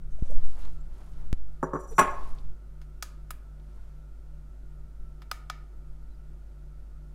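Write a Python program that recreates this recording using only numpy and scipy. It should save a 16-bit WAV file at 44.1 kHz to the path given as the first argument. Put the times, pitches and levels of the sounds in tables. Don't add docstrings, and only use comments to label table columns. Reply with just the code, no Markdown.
import sys
import numpy as np
from scipy import signal
from scipy.fft import rfft, irfft
from scipy.io import wavfile
from scipy.ndimage import uniform_filter1d

SR = 44100
rng = np.random.default_rng(int(sys.argv[2]) if len(sys.argv) > 2 else 0)


def volts_from_db(level):
    exponent = np.asarray(level, float) / 20
    return 10 ** exponent


def output_pcm(signal):
    pcm = np.clip(np.atleast_2d(signal).T, -1, 1) * 32767
    wavfile.write(sys.argv[1], SR, np.round(pcm).astype(np.int16))


N = 314874


def level(x, db):
    return x * volts_from_db(db) / np.sqrt(np.mean(x ** 2))


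def band(x, lo_hz, hi_hz, order=2):
    sos = signal.butter(order, [lo_hz, min(hi_hz, .45 * SR)], "band", fs=SR, output="sos")
    return signal.sosfilt(sos, x)


def hiss(lo_hz, hi_hz, size=N):
    return level(band(rng.standard_normal(size), lo_hz, hi_hz), 0)


def fading(size, t60_s):
    return volts_from_db(-60 * np.arange(size) / SR / t60_s)


def dying(size, ms):
    return np.exp(-np.arange(size) / (ms * SR / 1000))


def curve(tables, column):
    t = np.arange(N) / SR
    gain = np.zeros(N)
    for rows in map(np.transpose, tables):
        gain += volts_from_db(np.interp(t, rows[0], rows[column], -200, -200))
    return gain


def swells(rows):
    t = np.arange(N) / SR
    power = np.zeros(N)
    for s, db, rise, fade in rows:
        power += volts_from_db(2 * db) * np.exp(-((t - s) / np.where(t < s, rise, fade)) ** 2)
    return np.sqrt(power)


def wander(rate_hz):
    hold = int(SR / rate_hz)
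    steps = np.repeat(rng.standard_normal(N // hold + 1), hold)
    return uniform_filter1d(steps, hold)[:N]


def add(out, s, x):
    i = int(s * SR)
    out[i:i + len(x)] += x[:N - i]


def modes(table, scatter_db, rise_ms=0.33, size=SR // 2):
    hz, db, t60 = np.transpose(table)[:, :, None]
    t = np.arange(size) / SR
    gain = volts_from_db(db + scatter_db * rng.standard_normal(hz.shape))
    gain = gain * (-1) ** (np.arange(len(hz))[:, None] + rng.integers(2))
    tones = gain * np.sin(2 * np.pi * hz * t) * np.exp(-np.log(1000) * t / t60)
    return np.tanh(t * 1000 / rise_ms) * np.sum(tones, axis=0) / np.sqrt(np.sum(gain ** 2))


def burst(ms, size=2048):
    x = rng.standard_normal(size) ** 3 * dying(size, ms)
    return x / np.sqrt(np.sum(x ** 2))


# (f/Hz, level/dB)
MOTOR_TONES = [(49.25, -43.5), (147.74, -58.5), (250, -76), (359.5, -75)]
# (t/s, f/Hz)
SECOND_MOTOR = [(0, 150.22), (2, 150.15), (3.2, 150.34), (7.14, 150.34)]
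# (f/Hz, level/dB per Hz)
ROOM_HISS = [(40, -2.5), (70, -1), (110, -11.5), (200, -11.5), (300, -15.5), (360, -13), (440, -22),
             (600, -19.5), (1000, -30), (1700, -32.5), (3000, -39), (9000, -42.5), (15500, -47.5),
             (16200, -69.5)]
# (f/Hz, width/Hz, level/dB)
WHIRS = [(576, 20, -80.5), (907, 39, -83), (1233, 10, -82), (1330, 10, -77), (1380, 120, -82.5),
         (1444, 35, -80), (1530, 22, -89)]


def fridge():
    t = np.arange(N) / SR
    null_s = 4.175
    out = np.zeros(N)
    for hz, db in MOTOR_TONES:
        out += volts_from_db(db) * np.sqrt(2) * np.sin(2 * np.pi * hz * (t - null_s))
    turns = np.cumsum(np.interp(t, *np.transpose(SECOND_MOTOR))) / SR
    turns = turns - np.interp(null_s, t, turns)
    out -= volts_from_db(-61.5) * np.sqrt(2) * np.sin(2 * np.pi * turns)
    hz, db = np.transpose(ROOM_HISS)
    colour = volts_from_db(np.interp(np.log(np.fft.rfftfreq(N, 1 / SR) + 1), np.log(hz), db))
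    room = irfft(rfft(rng.standard_normal(N)) * colour, N)
    out += room * volts_from_db(-64.5) / np.std(band(room, 200, 16000))
    for hz, width, db in WHIRS:
        out += volts_from_db(db) * hiss(hz - width / 2, hz + width / 2)
    return out


# (t/s, peak level/dB, build-up/s, fade/s)
GUSTS = [(.08, -30, .2, 0.084), (.36, -24.5, .07, 0.076), (.7, -32, .2, 0.36), (1.2, -32, .12, 0.11),
         (1.95, -36, .12, 0.25), (2.36, -29.5, .2, 0.091), (5.05, -36, .3, 0.074), (5.45, -45.5, .07, .06)]
# (t/s, pressure from -1 to 1, half width/ms)
AIR_SURGES = [(.18, -0.072, 45), (0.311, 0.187, 27), (0.377, 0.4, 25), (0.45, -0.22, 38),
              (0.511, -0.14, 58), (0.641, 0.12, 74), (1.301, -0.13, 51), (1.392, 0.11, 81),
              (2.221, -0.062, 35), (2.329, 0.086, 16), (2.399, -0.0066, 22), (2.482, 0.078, 33)]
# (t/s, drop level/dB, edge/ms, recovery/ms, crack level/dB)
SUCTION_POPS = [
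    (0.2237, -12.5, 1.73, 18.5, -73),
    (1.3286, -11, 1.5, 13, -39),
]


def air():
    t = np.arange(N) / SR
    slow = level(band(hiss(4, 20), 3, 28), -0.91)
    still_air = volts_from_db(-44.5 + 4 * wander(3))
    flutter = volts_from_db(-26) * hiss(74, 180)
    out = np.hypot(swells(GUSTS), still_air) * (slow + flutter)
    for s, pressure, ms in AIR_SURGES:
        out += pressure * np.exp(-((t - s) * 1000 / ms) ** 2 / 2)
    for s, db, edge_ms, back_ms, crack_db in SUCTION_POPS:
        u = t[:SR // 2] * 1000
        add(out, s, -volts_from_db(db) * np.tanh((u / edge_ms) ** 2) * np.exp(-u / back_ms))
        crack = band(signal.unit_impulse(2048), 600, 2600, order=1)
        add(out, s + 0.0006, volts_from_db(crack_db + 32) * crack)
    return out


# (t/s, level/dB)
NAIL_SCRAPE = [(.08, -88), (.11, -69), (.15, -90), (.22, -71), (.28, -75), (.3, -69), (.308, -53),
               (.325, -62), (.35, -71)]
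# (f/Hz, level/dB, 60 dB fade/s)
FULL_WALL = [(5900, 5, 0.026), (6000, -3, 0.04), (6310, 7, 0.019), (7000, -8, 0.034), (7900, 1, 0.033),
             (9020, 3, 0.042)]
# (t/s, level/dB)
FOOT_DRAG = [
    [(1.74, -69), (1.78, -69.5), (1.846, -55.5), (1.862, -68), (1.872, -58.5), (1.975, -57)],
    [(2.03, -61.5), (2.066, -59), (2.078, -65), (2.118, -62), (2.24, -80)],
]
# (f/Hz, level/dB, 60 dB fade/s)
FREE_WALL = [(5882, 0.5, 0.075), (5925, -8.5, 0.062), (6800, -16.5, 0.05), (7200, -14, .03),
             (6985, -12.5, 0.1), (7520, -8, .055), (7620, -17.5, .05), (7700, -11, .05), (8930, -15, 0.062),
             (9290, -11, 0.053), (9380, -11.5, .04), (9400, -17.5, .04), (9934, -12.5, .055),
             (10840, -21.5, 0.042), (12900, -17, .045), (13030, -21, .05), (13400, -19.5, .045),
             (14670, -27, .03)]


def scraping():
    out = np.zeros(N)
    for tables, wall in ((FOOT_DRAG, FREE_WALL), ([NAIL_SCRAPE], FULL_WALL)):
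        grains = level(rng.standard_normal(N) * volts_from_db(6.8 * wander(70)), -0.5)
        grit = grains * curve(tables, 1)
        response = band(modes(wall, .5), 4100, 15500)
        response = response / np.sqrt(np.sum(response ** 2))
        out += signal.fftconvolve(grit, response)[:N]
        out += volts_from_db(-12.5) * band(grit, 5500, 14000)
    add(out, 0.304, volts_from_db(-52.5) * signal.fftconvolve(burst(6), modes(FULL_WALL, 1.5)))
    return out


# (f/Hz, 60 dB fade/s, level/dB)
WALL_TAIL = [(238, 0.41, -7.5), (500, 0.57, 3.5), (930, 0.61, -2), (1940, 0.44, 2), (3900, 0.32, -3),
             (8200, 0.3, -1), (14000, .2, 0)]


def walls(x):
    t = np.arange(SR) / SR
    gap_s = 0.0065
    tail = np.zeros(SR)
    for hz, t60, db in WALL_TAIL:
        noise = hiss(hz / np.sqrt(2), hz * np.sqrt(2), size=SR)
        tail += volts_from_db(db) * np.sqrt(hz / 1000) * noise * fading(SR, t60)
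    tail = tail * np.tanh((t / gap_s) ** 2)
    return signal.fftconvolve(x, tail / np.sqrt(np.sum(tail ** 2)))[:N]


# (t/s, brushing level/dB, build-up/s, fade/s, skin hiss level/dB over the brushing)
HAND_MOVES = [(.33, -72, 0.13, 0.061, 1.5), (.57, -66.5, 0.13, 0.14, -3), (1.02, -73.5, .12, 0.26, -2),
              (1.55, -84, .1, 0.19, 2), (2.22, -66, .12, .12, -2.5), (2.4, -77, .04, .08, -5),
              (3.78, -78, .15, .15, -6)]
# (t/s, peak level/dB, f/Hz, length/ms)
FINGER_CLICKS = [(0.1954, -51, 2540, 4), (0.62, -46, 2990, 7.3), (0.65, -39.5, 3400, 4.4),
                 (1.3773, -53, 4300, 3), (1.935, -44.5, 4600, 3), (2.2422, -45, 2745, 4),
                 (2.3856, -45, 3470, 6.7), (3.5982, -52, 2620, 4), (3.699, -62, 2890, 3.4)]
# (t/s, level/dB, f/Hz, length/ms)
FINGER_SQUEAKS = [(.18, -53, 640, 19), (.25, -56, 566, 24), (.294, -44.5, 538, 16), (.306, -44, 583, 30),
                  (.8, -70, 7500, 24.5), (1.903, -43, 449, 47), (6.09, -80, 4000, 65),
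                  (6.134, -78, 4920, 29)]


def hands():
    motion = swells([row[:4] for row in HAND_MOVES])
    skin = swells([(s, db + skin_db, rise, fade) for s, db, rise, fade, skin_db in HAND_MOVES])
    out = motion * volts_from_db(8) * volts_from_db(4.2 * wander(30)) * hiss(170, 1100)
    out += motion * level(volts_from_db(2 * wander(40) + 2 * wander(370)) * hiss(1500, 5000), 0)
    out += skin * level(volts_from_db(1.5 * wander(40) + 2 * wander(250)) * hiss(5000, 12000), 0)
    for s, db, hz, ms in FINGER_CLICKS:
        click = hiss(.75 * hz, 1.4 * hz, size=2048)
        add(out, s, volts_from_db(db - 13) * dying(2048, ms) * click)
    for s, db, hz, ms in FINGER_SQUEAKS:
        u = np.arange(int(ms * SR / 1000))
        unsteady = np.cumsum(0.055 * rng.standard_normal(len(u)))
        squeak = np.sin(2 * np.pi * hz * u / SR + unsteady)
        add(out, s, 2 * volts_from_db(db - 3) * np.hanning(len(u)) * squeak)
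    return out


# (t/s, blow level/dB, rattle level/dB over the blow, hardness level/dB over the blow)
FOOT_CONTACTS = [(1.628, -18, -0.5, -25.5), (1.638, -26.5, 3.5, -30), (1.733, -21.5, -5, -32.5),
                 (1.747, -24, -16, -33), (1.754, -26.5, 1, -37), (1.762, -30, 5.5, -30),
                 (1.981, -13.5, 9, -16), (1.987, -13.5, -14.5, -14), (1.991, -12, 17, -6),
                 (2.002, -23.5, 11.5, -6), (2.011, -13.5, 6, -17.5), (2.024, -25, 19.5, -22),
                 (2.044, -28.5, 11, -23.5), (2.075, -33.5, 18, -21), (2.114, -39, 3, -25)]
# (f/Hz, level/dB, 60 dB fade/s)
SLAB_FLAT = [(95, -11.5, 0.04), (159, -7.5, .1), (273, -1, 0.058), (374, -7.5, 0.12), (430, -9.5, 0.08),
             (540, -4.5, .07)]
# (f/Hz, level/dB, 60 dB fade/s)
SLAB_TIPPED = [(95.26, -13.5, 0.081), (191, -3.5, 0.14), (265, -3.5, 0.083), (380, -3, 0.077),
               (430, -2.5, .07), (560, -9, .07)]
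# (f/Hz, level/dB, 60 dB fade when let go/s)
BOWL_BODY = [(575, -16, .05), (612, -15, .05), (682, -13, .06), (797, -14, .06), (877, -9, .06),
             (993, -9, .06), (1037, -14, .06), (1084, -4, .13), (1260, -10, .07), (1421, -12, .05),
             (1475, -14, .05), (1694, -16, .07)]
# (f/Hz, level/dB, 60 dB fade/s)
BOWL_RIM = [(2130, 0.5, .04), (2090, -0.5, 0.055), (2300, -6.5, 0.026), (2517, -3, 0.078), (2870, -10, .05),
            (2940, -14, .05), (3200, -13.5, 0.071)]


def bowl():
    out = np.zeros(N)
    for s, blow_db, rattle_db, hard_db in FOOT_CONTACTS:
        if s < 1.9:
            slab, thud_db, rim_db, grip = SLAB_FLAT, 0.5, -47, 0.29
            lo_hz, hi_hz, order, clatter_db = 600, 1450, 3, -2.5
        else:
            slab, thud_db, rim_db, grip = SLAB_TIPPED, -7, -11.5, 1
            lo_hz, hi_hz, order, clatter_db = 700, 2300, 1, -20
        body = volts_from_db(blow_db + thud_db) * modes(slab, 1.5, 2.5)
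        body += volts_from_db(blow_db + 3) * modes(np.array(BOWL_BODY) * [1, 1, grip], 1.5, .9)
        add(out, s, band(body, 70, 1900, order=3))
        add(out, s, volts_from_db(blow_db + rim_db + 0.5) * band(modes(BOWL_RIM, 2, 1.8), 1600, 3200))
        rattle = burst(3.1)
        ring = signal.fftconvolve(rattle, band(modes(FREE_WALL, 1.5), 4500, 15500))
        add(out, s, volts_from_db(blow_db + hard_db) * ring)
        add(out, s, volts_from_db(blow_db + hard_db + 11) * band(rattle, 2500, 13500))
        clatter = band(hiss(lo_hz, hi_hz, size=SR // 4), lo_hz, hi_hz, order=order)
        add(out, s, volts_from_db(blow_db + rattle_db + clatter_db) * fading(SR // 4, 0.051) * clatter)
    add(out, 2.02, volts_from_db(-41.5) * fading(SR, 0.6) * hiss(200, 1300, size=SR))
    hum = hiss(1070 - 45, 1070 + 45, size=2 * SR)[SR:]
    add(out, FOOT_CONTACTS[8][0], volts_from_db(-29.5) * fading(SR, 0.59) * hum)
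    return out


# (t/s, level/dB, snap level/dB over it, sparkle level/dB over it)
DRY_TICKS = [(2.815, -57, -8, -12), (3.025, -34, 5, -2), (3.306, -38, -19, -1), (5.219, -50.5, -30, -16),
             (5.314, -28, -3.5, -6.5), (5.499, -29.5, -5.5, -16.5)]
# (f/Hz, level/dB, 60 dB fade/s)
HOLLOW_BOX = [(588, 2.5, 0.013), (720, -4, 0.03), (970, 4.5, 0.017), (1246, 11.5, 0.035),
              (1455, 12.5, 0.017), (1750, 3, 0.024), (2300, 2.5, 0.022), (3418, 2, 0.017), (5000, 8, 0.016),
              (6540, -19, .013)]


def ticks():
    box, snap, around = np.zeros((3, N))
    click = signal.unit_impulse(2048)
    for s, hollow_db, snap_db, sparkle_db in DRY_TICKS:
        ms = 3.46 - 0.25 * (hollow_db + 30)
        fade = dying(2048, ms)
        add(box, s, volts_from_db(hollow_db + 9) * modes(HOLLOW_BOX, 1.5, 1.5, size=4096))
        parts = (
            (-2.5, 600, 4000, 1),
            (snap_db - 2, 4000, 7000, -1),
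            (sparkle_db + 1.5, 7000, 15000, 1),
        )
        for over_db, lo_hz, hi_hz, sign in parts:
            db = hollow_db + over_db
            add(snap, s, fade * volts_from_db(db) * hiss(lo_hz, hi_hz, size=2048))
            even = level(band(click, lo_hz, hi_hz), db)
            add(around, s, sign * even * np.sqrt(np.mean(fade ** 2)))
    return band(np.array([box, snap, around]), 410, 19000, order=4)


def scene():
    near = bowl() + scraping()
    box, snap, around = ticks()
    tail = walls(volts_from_db(-13) * near + volts_from_db(-14) * around + volts_from_db(-15.5) * box)
    return (near + box + snap + tail + hands() + air() + fridge())[None]


def low_pass(x):
    return signal.sosfilt(signal.butter(12, 16540, fs=SR, output="sos"), x)


def record(dry):
    top_cut = signal.ellip(8, .2, 60, 15800, fs=SR, output="sos")
    return low_pass(signal.sosfilt(top_cut, dry))


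dry = scene()
out = record(dry)
output_pcm(out)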